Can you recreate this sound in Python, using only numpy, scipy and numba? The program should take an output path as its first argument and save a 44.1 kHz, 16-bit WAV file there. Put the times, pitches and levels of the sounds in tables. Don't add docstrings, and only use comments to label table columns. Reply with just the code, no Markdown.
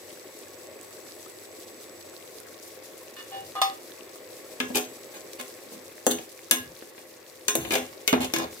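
import sys
import numpy as np
from scipy import signal
from scipy.fft import rfft, irfft
from scipy.io import wavfile
from scipy.ndimage import uniform_filter1d
from numba import njit

SR = 44100
rng = np.random.default_rng(int(sys.argv[2]) if len(sys.argv) > 2 else 0)


def magnitude_from_level(level_db):
    exponent = np.asarray(level_db, float) / 20
    return 10 ** exponent


def unload_wav(signal):
    wavfile.write(
        sys.argv[1],
        SR,
        np.round(np.clip(np.atleast_2d(signal).T, -1, 1) * 32767).astype(np.int16),
    )


N = 379260
RING = SR // 3


def unit(x):
    return x / np.sqrt(np.mean(x ** 2) + 1e-18)


def curve(rows):
    s, *columns = np.transpose(rows)
    return [np.interp(np.arange(N) / SR, s, c) for c in columns]


def at_hz(points, hz):
    f, v = np.transpose(points)
    return np.interp(np.log(np.maximum(hz, 1)), np.log(f), v)


def band(x, lo_hz, hi_hz):
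    return signal.sosfilt(signal.butter(2, (lo_hz, hi_hz), "bandpass", fs=SR, output="sos"), x)


def walk(rate_hz):
    k = int(SR / rate_hz)
    steps = np.repeat(rng.standard_normal(N // k + 1), k)
    return 0.32 * uniform_filter1d(uniform_filter1d(steps, k), k)[:N]


def add(out, s, sound, pan_db, lag=10):
    start = int(s * SR)
    for c, late in enumerate((0, lag)):
        i = start + late
        n = min(sound.shape[1], N - i)
        out[c, i:i + n] += sound[c, :n] * magnitude_from_level(pan_db * (.5 - c) - 4)


def whine():
    # time in seconds, level in dB.
    whine_level = [
        (0, -62),
        (.6, -60.5),
        (2.1, -59.5),
        (2.5, -72),
        (3.8, -68),
        (4.9, -59.5),
        (5.7, -66),
        (6.5, -79),
        (7.3, -76),
        (8.6, -85),
    ]
    db, = curve(whine_level)
    hz = 7840 + 11.3 * walk(22.5)
    tone = np.sqrt(2) * np.sin(2 * np.pi * np.cumsum(hz) / SR)
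    return tone * magnitude_from_level(db + 1.2 * np.array([walk(4.5), walk(11.0)]))


def kitchen(x):
    # pitch in Hz, t60 in seconds, level in dB.
    echo_bands = [(400, 0.3, -8), (2000, 0.3, 1), (8000, 0.24, -3)]
    edges_hz = ((100, 900), (900, 4500), (4500, 16500))
    t = np.arange(RING) / SR
    mid, side = rng.standard_normal((2, RING)) * np.clip(t / 0.0006, 0, 1)
    tail = 0
    for (hz, t60_s, db), (lo_hz, hi_hz) in zip(echo_bands, edges_hz):
        noise = mid + min(hz / 1500, 1) * side * np.array([[1], [-1]])
        part = band(noise, lo_hz, hi_hz) * np.exp(-np.log(1000) * t / t60_s)
        energy = np.sum(part ** 2) / 2 / ((hi_hz - lo_hz) / (SR / 2))
        tail = tail + magnitude_from_level(db) * part / np.sqrt(energy)
    return signal.fftconvolve(x.mean(axis=0)[None], tail, axes=1)[:, :N]


def grate():
    # start in seconds, level in dB, pitch in Hz.
    thumps = [
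        (3.367, -43, 109),
        (4.633, -36.5, 112),
        (5.78, -53, 139),
        (6.076, -36, 148),
        (6.238, -68, 82),
        (6.594, -36.5, 98.5),
        (7.576, -25, 138),
        (7.729, -36, 142),
        (8.138, -27, 137),
        (8.36, -31.5, 141),
    ]
    rumble_db, rumble_s = -5.5, 0.11
    out, t = np.zeros((2, N)), np.arange(RING) / SR
    for s, db, hz in thumps:
        wobble = t / 0.03 * np.exp(1 - t / 0.013) * np.sin(2 * np.pi * hz * t)
        swell = t / rumble_s * np.exp(-(t / rumble_s) ** 2)
        rumble = unit(band(rng.standard_normal(RING), 69, 243)) * swell
        add(out, s, magnitude_from_level(db) * np.tile(wobble + magnitude_from_level(rumble_db) * rumble, (2, 1)), pan_db=2.0)
    return out


def ring(modes, edges_hz, crash, lively_hz, rings, push, scatter_db=1.75, lively_db=7, clear=False):
    away_db_per_octave, choke_s = 5, .115
    contact_cycles, slip_rattle_db = 2.5, 0
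    hz, db, t60_s = np.array(modes).T[:, :, None]
    crash_db, crash_s, wash_db, wash_s, beating, beat_hz, contact_db = crash
    t = np.arange(RING) / SR
    chance = np.clip(rng.standard_normal((4, len(hz), 1)), -1.5, 1.5)
    lively_hz, rings = np.clip(lively_hz, *edges_hz), np.clip(rings, .2, 2.5)
    octaves_off = np.abs(np.log2(hz / lively_hz))
    lively = (octaves_off == octaves_off.min()) & (octaves_off < .12)
    db = db + scatter_db * chance[1] + lively_db * lively - away_db_per_octave * octaves_off
    t60_s, wash_s = t60_s * rings, wash_s * np.sqrt(rings)

    knots = rng.standard_normal((len(hz), 400))
    waver = np.array([np.interp(t * beat_hz, np.arange(400), k) for k in knots])
    beats = 1 + beating * np.where(lively, .3, 1) * waver
    decay = np.exp(-np.log(1000) * t / t60_s - (t / choke_s) ** 4)
    fade = magnitude_from_level(db) * beats / np.hypot(1, beating) * decay
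    if clear:
        fed = signal.fftconvolve(fade ** 2, push[None] ** 2, axes=1)[:, :RING]
        fade = np.sqrt(np.abs(fed))
    apart = np.clip(hz / 2500, 0, 1) * chance[2:] * np.array([1.5, 1])[:, None, None]
    phase = 2 * np.pi * hz * (1 + chance[0] / 700) * t
    left = (fade * magnitude_from_level(apart[0]) * np.sin(phase)).sum(axis=0)
    right = (fade * magnitude_from_level(-apart[0]) * np.sin(phase + apart[1])).sum(axis=0)
    tones = np.array([left, right])

    noise = rng.standard_normal((2, RING))
    mid = .9 * unit(band(noise, *edges_hz))
    side = unit(band(noise, lively_hz / 1.3, lively_hz * 1.3))
    rattle = unit(mid + min(edges_hz[0] / 3000 + 1.1, .7) * side * np.array([[1], [-1]]))
    rattle = rattle * (magnitude_from_level(crash_db) * np.exp(-t / crash_s) + magnitude_from_level(wash_db) * np.exp(-t / wash_s))
    contact = np.sin(2 * np.pi * lively_hz * t) * np.exp(-(t * lively_hz / contact_cycles) ** 2)
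    rattle = rattle + magnitude_from_level(contact_db) * contact
    rattle = np.sqrt(np.sum(magnitude_from_level(db) ** 2)) * rattle

    if clear:
        driven = magnitude_from_level(slip_rattle_db) * rattle
    else:
        driven = tones * magnitude_from_level(-3 * (len(push) > 1)) + rattle
    pushed = signal.fftconvolve(driven, push[None], axes=1)[:, :RING]
    sound = band(pushed + clear * tones, edges_hz[0] * .8, edges_hz[1] * 1.1)
    return sound / np.sqrt(uniform_filter1d(np.mean(sound ** 2, axis=0), size=220).max())


def hush_bands(sound, s):
    # from in seconds, to in seconds, silent band in Hz, width in Hz.
    silent_bands = [(6.06, 6.13, 5200, 800), (6.06, 6.13, 2410, 400), (7.47, 7.5, 14400, 2000),
                    (7.47, 7.5, 4930, 500), (7.54, 7.6, 5140, 1300), (7.54, 7.6, 8900, 800),
                    (7.54, 7.6, 14400, 1500), (3.6, 3.63, 4000, 300), (3.1, 3.4, 2000, 160), (3.1, 3.2, 780, 200),
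                    (3.3, 3.4, 3590, 200), (3.6, 3.63, 1500, 250), (6.06, 6.13, 980, 150),
                    (6.5, 6.53, 14500, 1800), (8.07, 8.09, 1663, 200), (3.6, 3.63, 6840, 500)]
    for start, end, hz, width_hz in silent_bands:
        if start < s < end:
            edges_hz = (hz - width_hz / 2, hz + width_hz / 2)
            stop = signal.butter(2, edges_hz, "bandstop", fs=SR, output="sos")
            sound = signal.sosfilt(stop, sound)
    return sound


def spoon(body, edges_hz, crash, lags, knocks, drags, drag_db, rasp_db, clear):
    pans_db = (2, 0, .2)
    peak_share, fall_db = 0.35, 4.5
    drag_rings = .7
    out = np.zeros((2, N))
    for rows, lag, pan_db, *part in zip(knocks, lags, pans_db, body, edges_hz, crash):
        for s, db, lively_hz, rings in rows:
            sound = ring(*part, lively_hz, rings, np.ones(1))
            add(out, s, magnitude_from_level(db) * hush_bands(sound, s), pan_db, lag)
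    for s, length_s, db, bright_db, lively_hz in drags:
        chance = rng.standard_normal((3, SR // 5))[:, :int(length_s * SR)]
        along = np.linspace(0, 1, chance.shape[1])
        pressure_db = -fall_db * ((along - peak_share) / .5) ** 2
        slips = chance[0] * (chance[1] > 1.7) * magnitude_from_level(4.5 * chance[2] + pressure_db)
        slips = slips * signal.windows.tukey(len(along), .3)
        parts_db = (db + bright_db + rasp_db, db - bright_db, db)
        for part_db, lag, pan_db, *part in zip(parts_db, lags, pans_db, body, edges_hz, crash):
            sound = ring(*part, lively_hz, drag_rings, slips, lively_db=drag_db, clear=clear)
            add(out, s, magnitude_from_level(part_db) * hush_bands(sound, s), pan_db, lag)
    return out


def draw_from_crock():
    # pitch in Hz, level in dB, t60 in seconds.
    crock = [
        [(4340, 9, 0.2), (4853, -2, 0.16), (5105, -4, .2), (5700, -13, 0.13), (6240, 2, .2), (7500, -6, .1), (8689, -4, .15), (10400, -9, .08), (12030, -3, .15), (14400, -3, .08)],
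        [(778, 8, 0.34), (991, -10, .12), (1044, -5, 0.13), (1113, -2, .12), (1223, -4, 0.14)],
        [(1781, -7, 0.2), (1810, -10, .15), (1986, 0, .3), (2595, -10, 0.22), (2883, 3, 0.21), (3388, 3, 0.15), (3502, 2, .15), (3591, 1, 0.2)],
    ]
    # crash in dB, in s, wash in dB, in s, beat depth, beat rate in Hz, dull contact push in dB.
    clink = [
        (2., .003, -7., .025, .5, 150, -12),
        (-8., .003, -15., .02, .12, 40, -12),
        (-2., .003, -12., .025, .25, 70, -14),
    ]
    # start in seconds, level in dB, liveliest pitch in Hz, ring as share of free decay.
    taps = [
        [(3.5532, -38.5, 4380, 1.4), (3.6162, -16.5, 5380, 1.3)],
        [(3.5532, -30, 1030, 0.36), (3.6164, -13, 1167, 1)],
        [(3.5532, -39, 1986, 0.61), (3.6162, -14, 3591, 0.98), (3.6164, -21.5, 1970, 1.24)],
    ]
    # start in seconds, length in seconds, level in dB, brightness in dB, liveliest pitch in Hz.
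    drags = [
        (3.159, 0.06, -37.5, 3, 1781),
        (3.309, 0.093, -36.5, -2.5, 786),
        (3.55, 0.049, -36.5, -11, 1216),
    ]
    edges_hz, lags = ((4200, 15000), (650, 1400), (1500, 4500)), (8, 6, 4)
    return spoon(crock, edges_hz, clink, lags, taps, drags, drag_db=10., rasp_db=-12, clear=True)


def stir_pot():
    # pitch in Hz, level in dB, t60 in seconds.
    pot = [
        [(4670, -27, 0.088), (5300, 4, 0.49), (5750, -13, 0.27), (6150, 8.5, 0.4), (6450, 13.5, 0.36), (7500, -3, 0.069), (8750, -4, 0.055), (8900, -10, .1), (10840, 13, 0.087), (9520, -13, 0.11), (12100, 4, 0.11), (12900, -8, .15), (7200, 1, .15)],
        [(188, -10, 0.21), (253, 0, 0.33), (330, -0.5, 0.43), (420, 0.5, 0.32), (513, 0.5, 0.14), (660, -2.5, 0.13), (740, -2, 0.25), (781, -7, 0.22), (840, -7, 0.21)],
        [(1050, -6.5, 0.6), (1663, -1, 0.14), (1970, -32, 0.16), (2190, -4, 0.13), (2428, 1, 0.084), (2740, 0.5, 0.1), (2885, 1, 0.13), (3400, -6, 0.18), (3500, -3, 0.16), (3640, -1, 0.14), (3780, -4, 0.19), (3950, -23, 0.23), (4250, -12, 0.15)],
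    ]
    # crash in dB, in s, wash in dB, in s, beat depth, beat rate in Hz, dull contact push in dB.
    crash = [
        (10., .002, -3., .02, 3., 450, -5),
        (0., .004, -6., .028, 1., 50, -5),
        (2., .003, -11., .021, .6, 85, -7),
    ]
    # start in seconds, level in dB, liveliest pitch in Hz, ring as share of free decay.
    edge_knocks = [(4.601, -25.5, 5460, 1.5), (4.7556, -15.5, 10800, 1.5), (4.7705, -17, 6400, 1.2),
                   (5.4108, -30, 8800, 0.7), (6.0657, -10.5, 7250, 1.2), (6.1107, -18, 9100, 1.1),
                   (6.1175, -24, 6150, 1), (6.5108, -3.5, 12100, 0.81), (7.4816, -10.5, 7000, 1.1),
                   (7.5523, -12.5, 12100, 0.64), (7.5526, -16, 7200, .9), (7.4818, -33, 12900, 1.2),
                   (6.1858, -38, 6150, .3), (5.3325, -34, 5300, 0.33), (5.3995, -33, 6150, .3),
                   (7.7065, -26.5, 7160, 0.76), (7.7215, -28, 6150, 1.1), (7.737, -20, 5300, 0.93),
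                   (7.7535, -19.5, 6300, .8), (7.7815, -30, 9200, 0.54), (8.0766, -11, 5850, 0.62),
                   (8.128, -25.5, 9500, 1.3), (6.511, -15, 6150, .7), (8.2445, -27, 6700, 0.72),
                   (8.337, -16, 5300, 1.2), (8.3624, -22, 5300, 0.68), (8.3855, -23.5, 6150, 0.79)]
    base_knocks = [(4.601, -26.5, 253, 3.4), (4.603, -29.5, 420, 2.5), (4.7014, -26.5, 270, 1.2),
                   (4.7578, -24.5, 423, 1.3), (4.769, -38, 783, 0.91), (4.797, -38, 260, 1.7),
                   (5.3968, -36, 520, 0.47), (6.066, -9.5, 504, 0.71), (6.085, -24.5, 330, 0.69),
                   (6.07, -24, 262, 0.61), (6.187, -33.5, 513, 0.45), (4.758, -32, 781, 1),
                   (8.13, -16.5, 830, 0.97), (8.213, -28, 830, .6), (6.111, -23, 306, 2.5),
                   (6.513, -25.5, 474, 2.2), (6.525, -30.5, 253, 3.5), (6.8227, -34, 352, 0.75),
                   (6.981, -39.5, 517, 0.54), (7.483, -27.5, 420, 3.9), (7.552, -19, 323, 0.98),
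                   (7.554, -25, 647, 2), (7.652, -29.5, 333, 1.6), (7.7067, -23, 330, 0.8),
                   (7.729, -24, 660, 1.8), (7.753, -19, 680, 3.1), (8.077, -25.5, 407, 2.6),
                   (8.128, -9, 255, 0.46), (8.1389, -14, 260, 0.22), (8.176, -21.5, 303, 0.72),
                   (8.2, -20.5, 255, 0.97), (8.215, -36, 260, 0.73), (8.337, -20.5, 328, 1.2),
                   (8.3609, -32, 339, 1.4), (8.385, -27.5, 333, 2.7)]
    wall_knocks = [(4.602, -17, 2830, 0.61), (4.605, -21, 1740, 1), (4.7563, -25, 2690, 0.8),
                   (4.768, -24.5, 2720, 1.4), (5.3983, -30.5, 1170, 0.36), (5.4107, -32.5, 3000, 0.52),
                   (6.0659, -19, 1470, 0.15), (6.067, -29, 4140, 0.74), (6.1098, -40, 3500, 0.7),
                   (6.1176, -26, 3500, 1.1), (6.1864, -33, 2900, 0.34), (6.5112, -13, 2885, 1.1),
                   (6.513, -20, 1663, 2.4), (6.5116, -21, 3400, 0.7), (6.979, -40, 2060, 0.95),
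                   (7.4823, -16, 3950, 1.06), (7.486, -29.5, 1663, 2.5), (7.484, -23.5, 1020, 1.5),
                   (7.4846, -19, 2428, 0.95), (7.557, -28.5, 3780, 0.43), (8.3627, -24, 1040, .2),
                   (6.8243, -42, 1680, .25), (7.5527, -20, 3700, 0.25), (7.552, -42, 1300, 0.8),
                   (7.65, -29, 2428, 0.73), (7.7078, -20, 2320, 1.1), (7.739, -21, 3640, 0.89),
                   (7.7542, -18.5, 2190, 0.73), (7.7803, -28, 2690, 0.81), (8.0775, -16.5, 2200, 0.64),
                   (8.078, -17.5, 2885, 2), (8.128, -15, 1030, 0.14), (8.1361, -17.5, 1970, 0.84),
                   (8.228, -28, 2885, 0.98), (8.3007, -38, 1610, 0.29), (8.337, -18, 2190, 1.3),
                   (8.361, -24, 1663, .6), (8.364, -27, 2690, 1.1)]
    # start in seconds, length in seconds, level in dB, brightness in dB, liveliest pitch in Hz.
    scrapes = [
        (4.742, 0.049, -24.5, 0, 2770),
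        (5.134, 0.047, -42, 2.5, 1440),
        (5.382, 0.036, -37.5, 0.5, 513),
        (5.709, 0.078, -47.5, -8, 188),
        (6.102, 0.02, -31, 8.5, 3500),
        (7.575, 0.19, -36.5, 3.5, 12100),
        (7.702, 0.075, -24.5, 1.5, 2190),
        (8.198, 0.06, -28.5, -1, 7300),
        (8.365, 0.09, -32, -6.5, 5300),
    ]
    edges_hz, lags = ((4300, 15500), (210, 900), (1000, 4500)), (10, 10, 6)
    knocks = (edge_knocks, base_knocks, wall_knocks)
    return spoon(pot, edges_hz, crash, lags, knocks, scrapes, drag_db=4., rasp_db=-1.5, clear=False)


@njit
def grains(n, start, hz, cycles, size, glide):
    out = np.zeros((2, n))
    for g in range(len(start)):
        length = int(cycles[g] * SR / hz[g])
        phase, fade = 0., np.exp(-5.8 / length)
        level = 1.
        for i in range(min(length, n - start[g])):
            phase += 2 * np.pi * hz[g] * (1 + glide * i / length) / SR
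            level *= fade
            out[0, start[g] + i] += size[0, g] * level * np.sin(phase)
            out[1, start[g] + i] += size[1, g] * level * np.sin(phase)
    return out


def swarm(count, hz, octaves, cycles, spread_db, pan_db, glide):
    u, g = rng.random((count, 2)).T, rng.standard_normal((count, 3)).T
    size = magnitude_from_level(-spread_db * np.log(np.maximum(u[1], 1 / 25))) * np.sign(g[0])
    size = size * magnitude_from_level(np.clip(g[1], -2, 2) * np.array([[1], [-1]]) * pan_db / 2)
    pitch_hz = np.clip(hz * 2 ** (octaves * g[2]), 100, 15000)
    start = (u[0] * N).astype(np.int64)
    return unit(grains(N, start, pitch_hz, cycles * (1 + np.abs(g[0])), size, glide))


def spits():
    # start in seconds, level in dB, pitch in Hz, left minus right in dB.
    droplets = [(0.8129, -20, 8260, -14), (2.0984, -23, 6900, 4), (2.4025, -19, 10400, -15),
                (2.734, -38, 7000, 12), (2.978, -21.5, 11700, -3), (3.522, -25, 4370, -3),
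                (3.6996, -15, 4230, 2), (5.035, -25.5, 5700, -9), (5.3332, -22.5, 4080, -10),
                (5.589, -30, 2010, 2.0), (5.9807, -29, 1960, 10), (6.185, -24, 2850, 2.5),
                (6.392, -26, 2260, 8), (6.8085, -32, 3050, -1), (6.824, -28, 1660, 6),
                (8.0052, -47, 6000, -23), (8.529, -28, 2220, 1), (8.5673, -29, 1520, 3)]
    s, db, hz, pan_db = np.transpose(droplets)
    size = magnitude_from_level(db - 6.0 + np.array([pan_db, -pan_db]) / 2)
    return grains(N, (s * SR).astype(np.int64), np.clip(hz, 1000, 15000), 0 * s + 8.2, size, 0.)


def sizzle(sizzle_db):
    # pitch in Hz, level in dB per Hz; the peak at 92 Hz is a low electric hum.
    hiss_colour = [(24, -70), (40, -24), (70, -33), (92, -11), (293, -24.5), (332, 6), (473, 0),
                   (523, 10.5), (578, -3), (1540, -22.5), (2040, -17), (7370, -20.5), (8150, -21.5),
                   (15300, -22), (16500, -87)]
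    # pitch in Hz, likeness of left and right 0-1.
    likeness = [(60, 0.9), (130, 0.73), (290, 0.2), (640, 0.12), (1410, 0.05), (3100, 0), (6820, 0),
                (15000, 0)]
    # pitch in Hz, left minus right in dB.
    lean_points = [(60, 9.5), (200, -10), (700, 6), (1290, 4), (2380, -0.5), (4400, 1.5), (8120, 1),
                   (15000, 5)]
    # pitch in Hz, width in Hz, gain in dB.
    air = [(230, 16, 1), (570, 21, -5.5), (1111, 51, 9.5), (1730, 1000, 6), (3060, 510, -5.5)]
    hz = np.fft.rfftfreq(N, 1 / SR)
    alike = np.sqrt(np.clip(at_hz(likeness, hz), 0, .98))
    mid, side = rfft(rng.standard_normal((2, N)))
    mid, side = np.sqrt(1 + alike) * mid, np.sqrt(1 - alike) * side
    pair = np.array([mid + side, mid - side])
    lean_db = at_hz(lean_points, hz)
    bubble_gap_db = 8.97 * np.exp(-(np.log(np.maximum(hz, 1) / 440) / 1.065) ** 2)
    air_db = sum(db / (1 + (2 * (hz - f) / width_hz) ** 2) for f, width_hz, db in air)
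    colour_db = at_hz(hiss_colour, hz) - bubble_gap_db + air_db
    hiss = irfft(pair * magnitude_from_level(colour_db + np.array([lean_db, -lean_db]) / 2), N)
    hiss = hiss / np.std(band(hiss, 2700, 18400))
    crackle = swarm(count=5000, hz=9550, octaves=0.77, cycles=3.5, spread_db=2.5, pan_db=14.0, glide=0.)
    fizz = swarm(count=1500, hz=1833, octaves=0.442, cycles=15.0, spread_db=5.0, pan_db=11.0, glide=0.41)
    clumps = np.clip(walk(45) + .12 * walk(8), -1.5, 1.3)
    top = band(hiss, 2500, 16500)
    hiss = magnitude_from_level(-1.0) * (hiss + (magnitude_from_level(9.9 * clumps) - 1) * top)
    crackle = magnitude_from_level(-3 + 5.5 * clumps) * band(crackle, 3000, 16500)
    return (hiss + crackle + magnitude_from_level(-12.0) * fizz) * magnitude_from_level(sizzle_db)


def boil(bubble_db):
    # pitch in Hz, level in dB, t60 in seconds.
    hollow_modes = [(273, 4, 0.029), (346, -4.5, 0.078), (407, -8, 0.25), (439, 1, 0.089),
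                    (504.5, -8, 0.35), (558, -5, 0.14), (627, 4, 0.13), (763, 6, 0.013)]
    plops = swarm(count=2600, hz=464.0, octaves=0.38, cycles=2.07, spread_db=-0.5, pan_db=-3.5, glide=0.3)
    plops = band(plops, 290, 1000)
    hz, db, t60_s = np.array(hollow_modes).T[:, :, None]
    t = np.arange(RING // 2) / SR
    hollow = (magnitude_from_level(db) * np.sin(2 * np.pi * hz * t) * np.exp(-np.log(1000) * t / t60_s)).sum(axis=0)
    rung = signal.fftconvolve(plops, hollow[None], axes=1)[:, :N]
    surge_db = 1.8 * walk(6)
    pan_db = np.array([[.6], [-.6]])
    return unit(plops + magnitude_from_level(-4.0) * unit(rung)) * magnitude_from_level(bubble_db + surge_db + pan_db)


def scene():
    # time in seconds, sizzle level in dB.
    heat = [
        (0, -53),
        (1.5, -53.5),
        (3, -53.5),
        (4.2, -53),
        (5.3, -52.5),
        (6.3, -55),
        (7.3, -56),
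        (8, -53),
        (8.6, -53.5),
    ]
    heat_db, = curve(heat)
    bubble_db = -51.5 + 2 * (heat_db - heat_db.mean())
    stew = boil(bubble_db) + sizzle(heat_db + 3)
    hits = stir_pot() + draw_from_crock()
    return stew + spits() + whine() + grate() + hits + kitchen(hits)


def low_pass(x):
    return signal.sosfilt(signal.butter(12, 17070, fs=SR, output="sos"), x)


def record(dry):
    x = signal.sosfilt(signal.butter(2, 45., "highpass", fs=SR, output="sos"), dry)
    x = signal.sosfilt(signal.ellip(10, .3, 90, 15800, fs=SR, output="sos"), x)
    return low_pass(np.tanh(x))


dry = scene()
out = record(dry)
unload_wav(out)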